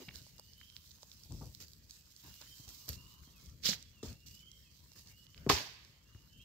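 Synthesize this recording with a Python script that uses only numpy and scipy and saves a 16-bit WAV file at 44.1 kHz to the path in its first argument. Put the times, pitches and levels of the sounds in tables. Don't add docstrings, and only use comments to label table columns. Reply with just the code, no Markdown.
import sys
import numpy as np
from scipy import signal
from scipy.fft import rfft, irfft, next_fast_len
from scipy.io import wavfile
from scipy.ndimage import uniform_filter1d

SR = 44100
rng = np.random.default_rng(int(sys.argv[2]) if len(sys.argv) > 2 else 0)


def invert_db(level):
    return 10 ** (np.asarray(level, dtype=float) / 20)


def generate_wav(sig):
    pcm = np.round(np.clip(np.atleast_2d(sig).T, -1, 1) * 32767).astype(np.int16)
    wavfile.write(sys.argv[1], SR, pcm)


N = 284311
SIZE = next_fast_len(N)
HZ = np.fft.rfftfreq(SIZE, 1 / SR)
T = np.arange(N) / SR
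FINE_HZ = 13000
PATCHY_RUSH_DB = 2.2


def hay():
    # [t/s, level/dB]
    stir = [(0.0, -69.5), (0.45, -73.5), (1.23, -70.5), (1.56, -71), (1.82, -75), (2.2, -70.5), (2.35, -69),
            (2.56, -65.5), (2.83, -67), (3.0, -71.5), (3.6, -76.5), (4.2, -76), (4.68, -74.5), (4.89, -73),
            (5.4, -76.5), (5.9, -79), (6.447, -77.5)]
    # [t/s, level/dB]
    weight = [(0.0, -59.5), (0.57, -67), (1.02, -66.5), (1.45, -60), (1.7, -62.5), (1.85, -64.5),
              (2.08, -71.5), (2.74, -63.5), (3.299, -63), (3.551, -59.5), (3.86, -65), (4.23, -66),
              (4.681, -66), (5.56, -66.5), (5.69, -68.5), (6.44, -63)]
    # [f/Hz, level/dB per Hz]
    stalk_tone = [(880, -49.5), (1500, -24.5), (2640, -7.5), (3120, -6), (3510, -4.5), (5020, 1),
                  (7620, -2), (8860, -19), (11000, -22.5), (14300, -40), (22000, -120)]
    dust_tone = [(5290, -28.5), (9000, -21), (11100, -17), (12300, -11), (14100, -10), (15700, -10.5)]
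    leaf_tone = [(150, -39.5), (250, -4), (764, -13.5), (945, -8.5), (1380, -9), (1770, -7.5), (2500, -12),
                 (3250, -13.5), (5500, -120)]
    ground_tone = [(12, -61), (20, -25.5), (40, -4.5), (70, 1), (108, -4.5), (139, -5), (296, -19),
                   (392, -26.5), (500, -26.5), (650, -31), (1100, -120)]

    stir_db = np.interp(T, *np.transpose(stir))
    weight_db = np.interp(T, *np.transpose(weight))
    usual_db = -73
    busier_db = stir_db - usual_db
    stirred_dust_db = stir_db + 5.5 + 0.18 * busier_db
    stirred_leaf_db = usual_db - 7.5 + 0.39 * busier_db
    pulled_straw = pulls(column=2)
    pulled_dust = pulled_straw * invert_db(2 * (5.5 - 3))
    stalk_db = 10 * np.log10(invert_db(2 * stir_db) + pulled_straw)
    dust_db = 10 * np.log10(invert_db(2 * stirred_dust_db) + pulled_dust)
    leaf_db = 10 * np.log10(invert_db(2 * stirred_leaf_db) + pulls(column=3))
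    ground_db = 10 * np.log10(invert_db(2 * weight_db) + pulls(column=4))

    breaks = crackle(700, scatter_db=3.49, hiss=1.35) * flicker(55, db=1.9)
    straw = layer(stalk_tone, stalk_db + 4, breaks) + layer(dust_tone, dust_db, breaks)
    leaves = layer(leaf_tone, leaf_db, crackle(180, scatter_db=5, hiss=1.43))
    treading = crackle(67, scatter_db=4.18, hiss=5.7) * flicker(25, db=2.4)
    ground = layer(ground_tone, ground_db + 1.1, treading)
    return patchy(straw, db=2.1) + patchy(leaves, db=3.8) + ground


def pulls(column):
    # [t/s, held/s, straw level/dB, leaf level/dB, ground level/dB]
    rustles = [(0.0, 0.026, -65, -61.5, -64), (0.14, 0.048, -66, -69.5, -73),
               (1.296, 0.17, -77, -89, -51.5), (1.603, 0.013, -57.5, -66.5, -78),
               (1.896, 0.067, -68, -98, -94), (2.237, 0.067, -67, -67, -59.5), (2.41, 0.025, -69, -64, -67),
               (2.681, 0.026, -65, -72, -62), (2.883, 0.013, -54.5, -60, -56.5),
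               (2.92, 0.0073, -59, -63.5, -53), (3.397, .1, -72, -75, -66),
               (4.032, 0.081, -63.5, -65, -50.5), (4.264, 0.013, -61.5, -95, -61),
               (4.311, 0.02, -69, -94, -70), (4.344, 0.0074, -66, -98, -73),
               (4.958, 0.033, -67.5, -68.5, -62.5), (5.06, 0.06, -71.5, -70.5, -63.5),
               (5.36, 0.17, -76.5, -69.5, -57.5), (5.75, 0.52, -96, -78, -74.5)]
    attack_s, release_db_per_s = 0.005, 293
    s, held, db = (np.array(rustles)[:, [k]] for k in (0, 1, column))
    t = T[::32]
    rise = np.clip((t - s) / attack_s + 1, 0, 1)
    released_db = release_db_per_s * np.maximum(t - s - held, 0)
    power = np.sum(rise ** 2 * invert_db(2 * (db - released_db)), axis=0)
    return np.interp(T, t, power)


def torn_mouthful():
    # [t/s, level/dB]
    tug = [
        (3.615, -81),
        (3.635, -49),
        (3.655, -33),
        (3.67, -31),
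        (3.7, -34),
        (3.72, -38.5),
        (3.745, -45),
        (3.77, -59.5),
        (3.84, -66),
    ]
    # [f/Hz, level/dB per Hz]
    tug_tone = [(59, -44), (100, -4), (185, -8), (363, -19), (499, -13), (715, -31), (1240, -14.5),
                (1740, -10.5), (5230, -0.5), (7650, -8), (8680, -23), (10500, -20), (13000, -13.5),
                (15700, -16)]
    grains = crackle(1800, scatter_db=2.5, hiss=1) * flicker(150, db=0.86)
    return patchy(burst(tug, tug_tone, grains), db=PATCHY_RUSH_DB, size=256)


def snaps():
    # [t/s, peak level/dB, ring f/Hz, fine tick level/dB]
    thin_snaps = [(0.1574, -34, 5230, -31), (0.382, -46, 5100, -19), (0.5023, -66, 5690, -12),
                  (0.876, -53, 4720, -14), (0.909, -52, 4320, -25), (0.913, -46, 4330, -25),
                  (0.916, -49, 4630, -23), (1.116, -44, 4000, -22), (1.2353, -45, 5030, -26),
                  (1.549, -40.5, 4620, -16), (1.6824, -49, 4710, -13), (1.734, -46, 5100, -10),
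                  (1.899, -52, 4840, -22), (1.909, -39, 5350, -17), (2.164, -48, 5500, -19),
                  (2.6903, -41.5, 5630, -7), (2.8898, -33, 6000, -7), (2.931, -38, 5040, -25),
                  (2.899, -45, 3900, -25), (2.9185, -50, 5630, -25), (3.498, -53, 5600, -22),
                  (3.657, -27, 5460, -32), (3.6678, -24, 3540, -29), (3.687, -24, 4970, -29),
                  (3.6973, -26, 5320, -29), (0.534, -45.5, 4100, -32), (0.7, -47, 3800, -30),
                  (2.416, -42.5, 4120, -22), (5.268, -55, 4920, -28.5), (3.8265, -42, 5070, -12),
                  (4.129, -45, 5170, -22), (4.266, -49, 5160, -10), (4.516, -44.5, 5400, -17),
                  (5.8487, -49, 4900, -11)]
    # [t/s, peak level/dB, ring f/Hz, low knock level/dB, left minus right/dB]
    thick_snaps = [(0.0845, -36, 2370, -25, -3), (0.088, -38, 3200, -25, 2), (0.09, -36, 2180, -33, 3),
                   (0.11, -43, 2160, -30, -4), (0.2663, -44.5, 5300, -9.5, 4), (0.39, -56, 4800, 3, -9),
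                   (0.396, -37, 5250, -9, 1), (0.6136, -37.5, 1900, -30, -1),
                   (1.0309, -36.5, 5130, -9.5, -3), (1.322, -39.5, 5270, -16, 15),
                   (1.411, -67, 4710, 12, 3), (1.421, -64, 4700, 16, 3), (2.413, -38.5, 4900, -12.5, 2),
                   (2.423, -44, 3560, -9, 6), (3.732, -22.5, 2070, -47, 0), (4.0298, -34.5, 4350, -32, 10),
                   (4.3251, -63, 2920, -34, -4), (4.918, -44, 4460, -15, -1), (5.073, -41, 4850, -36, 4),
                   (5.267, -44, 3040, -40, -6), (5.3775, -38, 2950, -28.5, -3),
                   (6.148, -49, 1610, -21.5, 9)]
    # [t/s, peak
    # level/dB, ring f/Hz, left minus right/dB]
    clicks = [(0.1572, -36, 5400, -3), (0.309, -47, 5200, -2), (0.3815, -44, 7400, 0),
              (0.3967, -42, 9800, 0), (0.6128, -43, 4800, -3), (0.7656, -26, 4200, -4),
              (1.0095, -48, 5300, -3), (1.058, -45, 7200, 0), (1.062, -48, 4600, -2),
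              (1.0981, -36, 7500, 0), (1.122, -50, 3400, 0), (1.1308, -38, 5700, -2), (1.176, -45, 7000, 0),
              (1.1998, -40, 5700, -2), (1.5492, -41, 4200, -2), (1.5498, -42, 9500, 0),
              (1.6047, -36, 5200, -2), (1.6092, -39, 6200, 0), (1.6145, -45, 4600, 0),
              (1.6232, -35, 5800, -2), (1.6249, -36, 4300, 0), (1.6262, -39, 5400, 0),
              (1.672, -45, 4800, -2), (1.6835, -44, 9500, 0), (1.7065, -45, 4800, -2),
              (1.7185, -44, 5400, -2), (1.7235, -44, 7200, 0), (1.7335, -41, 10300, 0),
              (1.8972, -38, 5100, -2), (2.0928, -49, 5300, -2), (2.1202, -47, 6500, 0),
              (2.3414, -35, 4700, -3), (2.4135, -39, 7600, 0), (2.4238, -38, 4900, -2),
              (3.654, -26, 5400, -2), (3.6802, -20.5, 5000, -2), (3.826, -40, 5000, -2),
              (4.7605, -50, 4300, -3), (4.8575, -49, 4900, -2), (4.9268, -47, 4600, -2),
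              (5.0988, -44, 4900, -3), (5.3458, -37, 2900, -2), (5.4945, -13, 4600, -2)]
    # [t/s, peak level/dB]
    ticks = [(0.3645, -45), (0.398, -41), (0.581, -45), (1.5495, -39), (1.6235, -38), (1.684, -45),
             (1.7335, -45), (2.2392, -43), (2.2665, -42), (2.3412, -40), (2.4135, -43), (2.86, -40),
             (2.8912, -19), (2.923, -36), (3.14, -44), (3.361, -46), (3.4395, -43)]

    # s, peak dB, ring Hz, low knock dB, fine tick dB, left minus right dB
    stalks = [(s, db + 4.5, hz, -39, fine_db, -4) for s, db, hz, fine_db in thin_snaps]
    stalks += [(s, db, hz, low_db, -33.5, pan_db) for s, db, hz, low_db, pan_db in thick_snaps]
    out = np.zeros((2, N))
    fibres = rng.standard_normal((len(stalks), 8192))
    for (s, db, hz, low_db, fine_db, pan_db), noise in zip(stalks, fibres):
        fibre_band = signal.butter(3, [0.81 * hz, 1.69 * hz], "band", fs=SR)
        tear = signal.lfilter(*fibre_band, noise * np.exp(-T[:8192] / 0.0011))
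        hollow = 3.18 * ring(hz, 4.2 / hz, soft=0.8)
        knock = ring(860, 0.012, soft=0.29) + 0.99 * ring(600, 0.014, soft=0.39)
        tick = ring(FINE_HZ, 0.0028)
        snap = hollow + tear + invert_db(low_db) * knock + invert_db(fine_db) * tick
        add(out, s, invert_db(db - 1) * snap * pan(pan_db)[:, None])
    for s, db, hz, pan_db in clicks:
        click = ring(hz, 3.4 / hz, soft=0.75)
        add(out, s, invert_db(db + 10.5) * click * pan(pan_db)[:, None])
    for s, db in ticks:
        add(out, s, invert_db(db) * ring(FINE_HZ, 0.0016) * np.ones((2, 1)))
    return np.array([ports(out[0])[0], ports(out[1])[1]])


def hooves():
    # [t/s, peak level/dB, ground f/Hz, litter level/dB]
    steps = [(0.266, -57, 65, -11), (1.254, -46, 70, -17), (1.306, -42.5, 88.5, -6.5),
             (1.418, -50.5, 54, 9.5), (1.433, -41.5, 82.5, -21), (2.673, -45.5, 85, -10.5),
             (2.895, -33.5, 100, -28), (2.908, -34.5, 78.6, -44), (3.477, -42, 64.7, -35),
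             (3.711, -37.5, 168, -5.5), (4.088, -46, 67, -24), (4.609, -67, 98, -25),
             (5.098, -51, 76.5, -13)]
    # [t/s, peak level/dB, ground f/Hz, knock f/Hz, knock level/dB]
    knocks = [(0.085, -67, 139, 2230, 22.5), (0.079, -45.5, 135, 201, 1.5), (1.325, -43, 70.5, 295, -2.5),
              (2.247, -68.5, 78.6, 290, 13), (2.597, -47.5, 127, 280, -4.5), (1.318, -58, 72, 960, 0),
              (1.4118, -43, 150, 890, -10), (1.4165, -52, 120, 1190, -2), (1.431, -61, 140, 970, 2),
              (3.274, -57, 124, 243, 4), (3.689, -33.5, 197.5, 536, -4), (4.032, -40.5, 228, 428, 5),
              (4.045, -47, 67.3, 257, 9), (4.0284, -56.5, 200, 1210, 4.5), (4.061, -51, 60, 447, 1),
              (4.092, -54, 74, 416, -5), (4.109, -50.5, 117, 241, 2.5), (5.465, -35.5, 202, 390, 11),
              (5.469, -30, 135, 343, -1), (5.529, -27.5, 78, 393, -10), (6.15, -43, 101.7, 366, -16.5)]

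    # s, peak dB, ground Hz, knock Hz, knock dB, litter dB
    thuds = [(s, db, hz, 206, litter_db + 1, litter_db) for s, db, hz, litter_db in steps]
    thuds += [(*row, row[-1] - 8) for row in knocks]
    out = np.zeros(N)
    litter_band = signal.butter(4, [230, 1000], "band", fs=SR)
    litter = signal.lfilter(*litter_band, rng.standard_normal((len(thuds), 8192)))
    for (s, db, ground_hz, knock_hz, knock_db, litter_db), crush in zip(thuds, litter):
        thud = ring(ground_hz, 0.079) - invert_db(knock_db) * ring(knock_hz, 0.039, soft=0.054)
        crushed = invert_db(litter_db) * crush * np.exp(-T[:8192] / 0.033)
        add(out, s, invert_db(db) * (thud + crushed))
    return ports(out)


def branch():
    # [t/s, peak level/dB, wood level/dB]
    cracks = [
        (5.4945, -17, -23),
        (5.4962, -21, -18),
        (5.4982, -13, -1),
        (5.5001, -22, 4.5),
        (5.5046, -23, 4),
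        (5.5072, -26.5, 2.5),
        (5.5112, -28, 0.5),
        (5.516, -32.5, 0.5),
        (5.522, -30.5, -22),
        (5.5453, -27.5, -27),
    ]
    # [f/Hz, level/dB, t60/s]
    wood_modes = [(280, 4.5, 0.04), (415, -4, 0.1), (395, 0, 0.12), (480.6, -4.5, 0.045), (724, 1.5, 0.04),
                  (816, 1, 0.03), (1036, 4, 0.034), (1250, 6.5, 0.0203)]
    # [t/s, level/dB]
    splinters = [
        (5.4905, -38),
        (5.494, -32),
        (5.4965, -22.5),
        (5.51, -29),
        (5.55, -34),
        (5.65, -49),
        (5.75, -64),
        (5.9, -76.5),
    ]
    # [f/Hz, level/dB per Hz]
    splinter_tone = [(59, -50), (100, -7.5), (185, -18.5), (442, -16.5), (558, -18.5), (1010, -12),
                     (1300, -19.5), (1650, -12.5), (3900, -16.5), (5190, -14.5), (7450, -21.5), (8830, -34),
                     (12400, -27.5), (16000, -33)]

    wood = sum((-1) ** k * invert_db(db) * ring(hz, t60) for k, (hz, db, t60) in enumerate(wood_modes))
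    wood = wood / np.abs(wood).max()
    fibre = ring(3850, 0.0021, soft=0.34) + 0.64 * ring(6200, 0.0024, soft=0.44)
    out = np.zeros(N)
    for s, db, wood_db in cracks:
        add(out, s, invert_db(db) * (fibre + invert_db(wood_db) * wood))
    patter = burst(splinters, splinter_tone, crackle(1100, scatter_db=5.6, hiss=1.5))
    return ports(out) + patchy(patter, db=PATCHY_RUSH_DB, size=256)


def buzzy_bird():
    # [t/s, f/Hz, level/dB]
    arcs = [
        [(0.0, 2840, -74), (.1, 2875, -71), (.2, 3000, -78), (.3, 3070, -84)],
        [(.33, 2760, -76), (.45, 2930, -79), (.54, 2980, -75), (.59, 3060, -63.5), (.67, 3200, -68.5),
         (.72, 3103, -74), (.84, 3236, -84)],
        [(2.24, 2720, -78), (2.33, 2870, -69.5), (2.42, 2920, -76)],
        [(2.425, 3000, -71), (2.47, 3096, -67), (2.53, 3140, -67.5), (2.6, 3160, -77), (2.76, 3220, -79)],
        [(2.89, 2714, -75), (3.0, 2810, -70.5), (3.1, 2930, -74), (3.21, 3020, -77)],
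        [(4.09, 2640, -69), (4.15, 2790, -78.5), (4.3, 2860, -73), (4.4, 3000, -69), (4.51, 3220, -67),
         (4.55, 3130, -74), (4.69, 3240, -81)],
        [(4.88, 2765, -81), (5.1, 2780, -82.5), (5.18, 2910, -71), (5.27, 2980, -76), (5.33, 3040, -78),
         (5.41, 3040, -80)],
        [(6.04, 2740, -83), (6.11, 2850, -75.5), (6.16, 2880, -73), (6.26, 2856, -85.5)],
        [(6.29, 2980, -78), (6.34, 3064, -71.5), (6.44, 3240, -65.5)],
    ]
    # [loudest t/s, f/Hz there, climb/Hz per s, level/dB, lead-in/s]
    phrases = [
        (1.849, 2490, 302, -85.5, 0.078),
        (2.021, 2553, 605, -84.5, 0.11),
        (3.39, 3260, 900, -78, .05),
        (4.55, 2126, 300, -83, .1),
        (5.95, 3100, 100.3, -80, 0.032),
        (6.359, 2750, 101, -75.5, .05),
        (6.431, 2880, 101, -71.5, 0.036),
    ]
    notes = arcs + [phrase(*row) for row in phrases]
    return ports(invert_db(2.5) * song(notes, buzz_hz=52, clear=0.5))


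def phrase(s, hz, climb, db, lead):
    swell_db_per_s, fade_db_per_s, fade_s, climb_ease = 60, 120, 0.13, 0.5
    start = (max(s - lead, 0), hz - climb * lead, db - swell_db_per_s * lead)
    end = (s + fade_s, hz + climb_ease * climb * fade_s, db - fade_db_per_s * fade_s)
    return [start, (s, hz, db), end]


def whistling_bird():
    # [t/s, length/s, from f/Hz, to f/Hz, level/dB]
    slurs = [
        (2.73, .05, 2200, 2130, -87),
        (2.795, 0.055, 2850, 2880, -77),
        (3.25, 0.055, 3270, 3160, -79),
        (3.322, .075, 2950, 2440, -81),
        (3.38, .04, 2300, 2130, -87),
        (3.84, 0.07, 3380, 3360, -82),
        (3.92, .11, 3050, 2670, -78),
        (4.395, 0.06, 2800, 2120, -86),
        (4.63, 0.075, 2850, 2480, -83),
        (6.39, 0.034, 2210, 2900, -76),
    ]
    return ports(song([slur(*row) for row in slurs], buzz_hz=30, clear=3.4))


def slur(s, length, from_hz, to_hz, db):
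    midway_hz = from_hz + 0.74 * (to_hz - from_hz)
    return [(s, from_hz, db - 7), (s + length / 2, midway_hz, db), (s + length, to_hz, db)]


def song(notes, buzz_hz, clear):
    out = np.zeros(N)
    buzz_band = signal.butter(2, buzz_hz, fs=SR)
    for note in notes:
        s, hz, db = np.transpose(note)
        t = np.arange(s[0], s[-1], 1 / SR)
        shake = signal.lfilter(*buzz_band, [1, 1j] @ rng.standard_normal((2, SR)))
        shake = shake[-len(t):] / shake.std()
        tone = np.exp(2j * np.pi * np.cumsum(np.interp(t, s, hz)) / SR)
        edges = np.minimum(1, np.minimum(t - s[0], s[-1] - t) / 0.014)
        add(out, s[0], edges * invert_db(np.interp(t, s, db)) * (tone * (clear + shake)).real)
    return out


def drone():
    # [t/s, level/dB]
    engine = [
        (2.5, -100),
        (2.65, -78),
        (3.1, -72.5),
        (3.45, -80),
        (3.6, -100),
    ]
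    band = signal.butter(2, [930, 1230], "band", fs=SR)
    hum = signal.lfilter(*band, rng.standard_normal((2, N)))
    return hum / hum.std() * invert_db(np.interp(T, *np.transpose(engine)))


def trunks(x, t60):
    t = T[:SR]
    noise = rng.standard_normal((2, 2, SR))
    middle = signal.butter(2, [1600, 4600], "band", fs=SR)
    far = signal.lfilter(*middle, noise[0]) * np.exp(-np.log(1000) * t / t60)
    close = 1.44 * noise[1] * np.exp(-np.log(1000) * t / (0.22 * t60))
    tail = (far + close) * (t > 0.008)
    tail = tail / np.sqrt(np.sum(tail ** 2, axis=1, keepdims=True))
    return signal.fftconvolve(x, tail, axes=1)[:, :N]


def crackle(rate, scatter_db, hiss):
    hit = rng.random((3, N)) < rate / SR
    sizes = invert_db(scatter_db * np.minimum(rng.exponential(size=(3, N)), 2.6))
    grains = hit * sizes * rng.standard_normal((3, N))
    return grains / grains.std() + hiss * rng.standard_normal((3, N))


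def flicker(rate, db):
    k = int(SR / rate)
    held = np.repeat(rng.standard_normal(N // k + 1), k)
    return invert_db(db * uniform_filter1d(held, k)[:N])


def patchy(x, db, size=1024):
    spread = signal.stft(x, nperseg=size)[2]
    field = rng.standard_normal(spread.shape[1:])
    field = uniform_filter1d(field, size=9, axis=0)
    field = uniform_filter1d(field, size=7, axis=1)
    return signal.istft(spread * invert_db(db * field / field.std()), nperseg=size)[1][:, :N]


def burst(curve, tone, grains):
    return layer(tone, np.interp(T, *np.transpose(curve), left=-150, right=-150), grains)


def layer(tone, db, grains):
    # [f/Hz, share]
    alike = [(60, 0.96), (300, 0.8), (1000, 0.2), (3000, 0.043), (8000, 0.15), (15000, 0.15)]
    near, *far = (colour(x, tone) for x in grains)
    return ports(near, np.array(far), np.clip(along(alike), 0, 1)) * invert_db(db)


def ring(hz, t60, soft=0):
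    t = T[:8192]
    build_up = 1 - np.exp(-(t * hz / (soft + 1e-9)) ** 2)
    return np.sin(2 * np.pi * hz * t) * np.exp(-np.log(1000) * t / t60) * build_up


def along(table):
    hz, value = np.transpose(table)
    return np.interp(np.log(HZ + 1), np.log(hz + 1), value)


def colour(x, tone):
    y = irfft(rfft(x, SIZE) * invert_db(along(tone)), SIZE)[:N]
    return y / np.sqrt(np.mean(y ** 2))


def ports(near, scattered=0, alike=1.0):
    # [f/Hz, left lead/rad]
    port_lead = [(1, 0), (500, -.1), (1030, -.5), (2240, .3), (3200, .7), (4000, 1.8), (5340, 2.4),
                 (7500, 2), (9390, 3), (11300, 2.3), (12700, 5.7), (16000, 6.3)]
    # [f/Hz, left minus right/dB]
    port_db = [(60, 5), (110, 4), (200, 3), (380, 3), (700, 2), (1290, 4.5), (2380, 0.5), (3100, -7),
               (4400, -14), (6200, -5.5), (8120, 3), (15000, -2)]
    gap = invert_db(along(port_db) / 2) * np.exp(0.5j * along(port_lead))
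    common = np.sqrt(alike) * rfft(near, SIZE)
    own = np.sqrt(1 - alike) * rfft(scattered + np.zeros((2, N)), SIZE)
    return irfft((common + own) * np.array([gap, 1 / gap]), SIZE)[:, :N]


def pan(db):
    return invert_db(np.array([db, -db]) / 2)


def add(out, s, sound):
    i = int(s * SR)
    out[..., i:i + sound.shape[-1]] += sound[..., :N - i]


def scene():
    hits = snaps() + pan(-0.47)[:, None] * (hooves() + branch())
    buzzes, whistles = buzzy_bird(), whistling_bird()
    echoes = invert_db(-16) * hits + invert_db(-5) * buzzes + invert_db(-8) * whistles
    return hay() + torn_mouthful() + hits + buzzes + whistles + drone() + trunks(echoes, t60=0.87)


def band_limit(x):
    return signal.sosfilt(signal.butter(12, 16490, fs=SR, output="sos"), x)


def record(dry):
    bass_cut = signal.butter(4, 42, "high", fs=SR, output="sos")
    top_cut = signal.ellip(10, 0.3, 60, 15700, fs=SR, output="sos")
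    mix = signal.sosfilt(top_cut, signal.sosfilt(bass_cut, dry))
    return band_limit(mix)


dry = scene()
out = record(dry)
generate_wav(out)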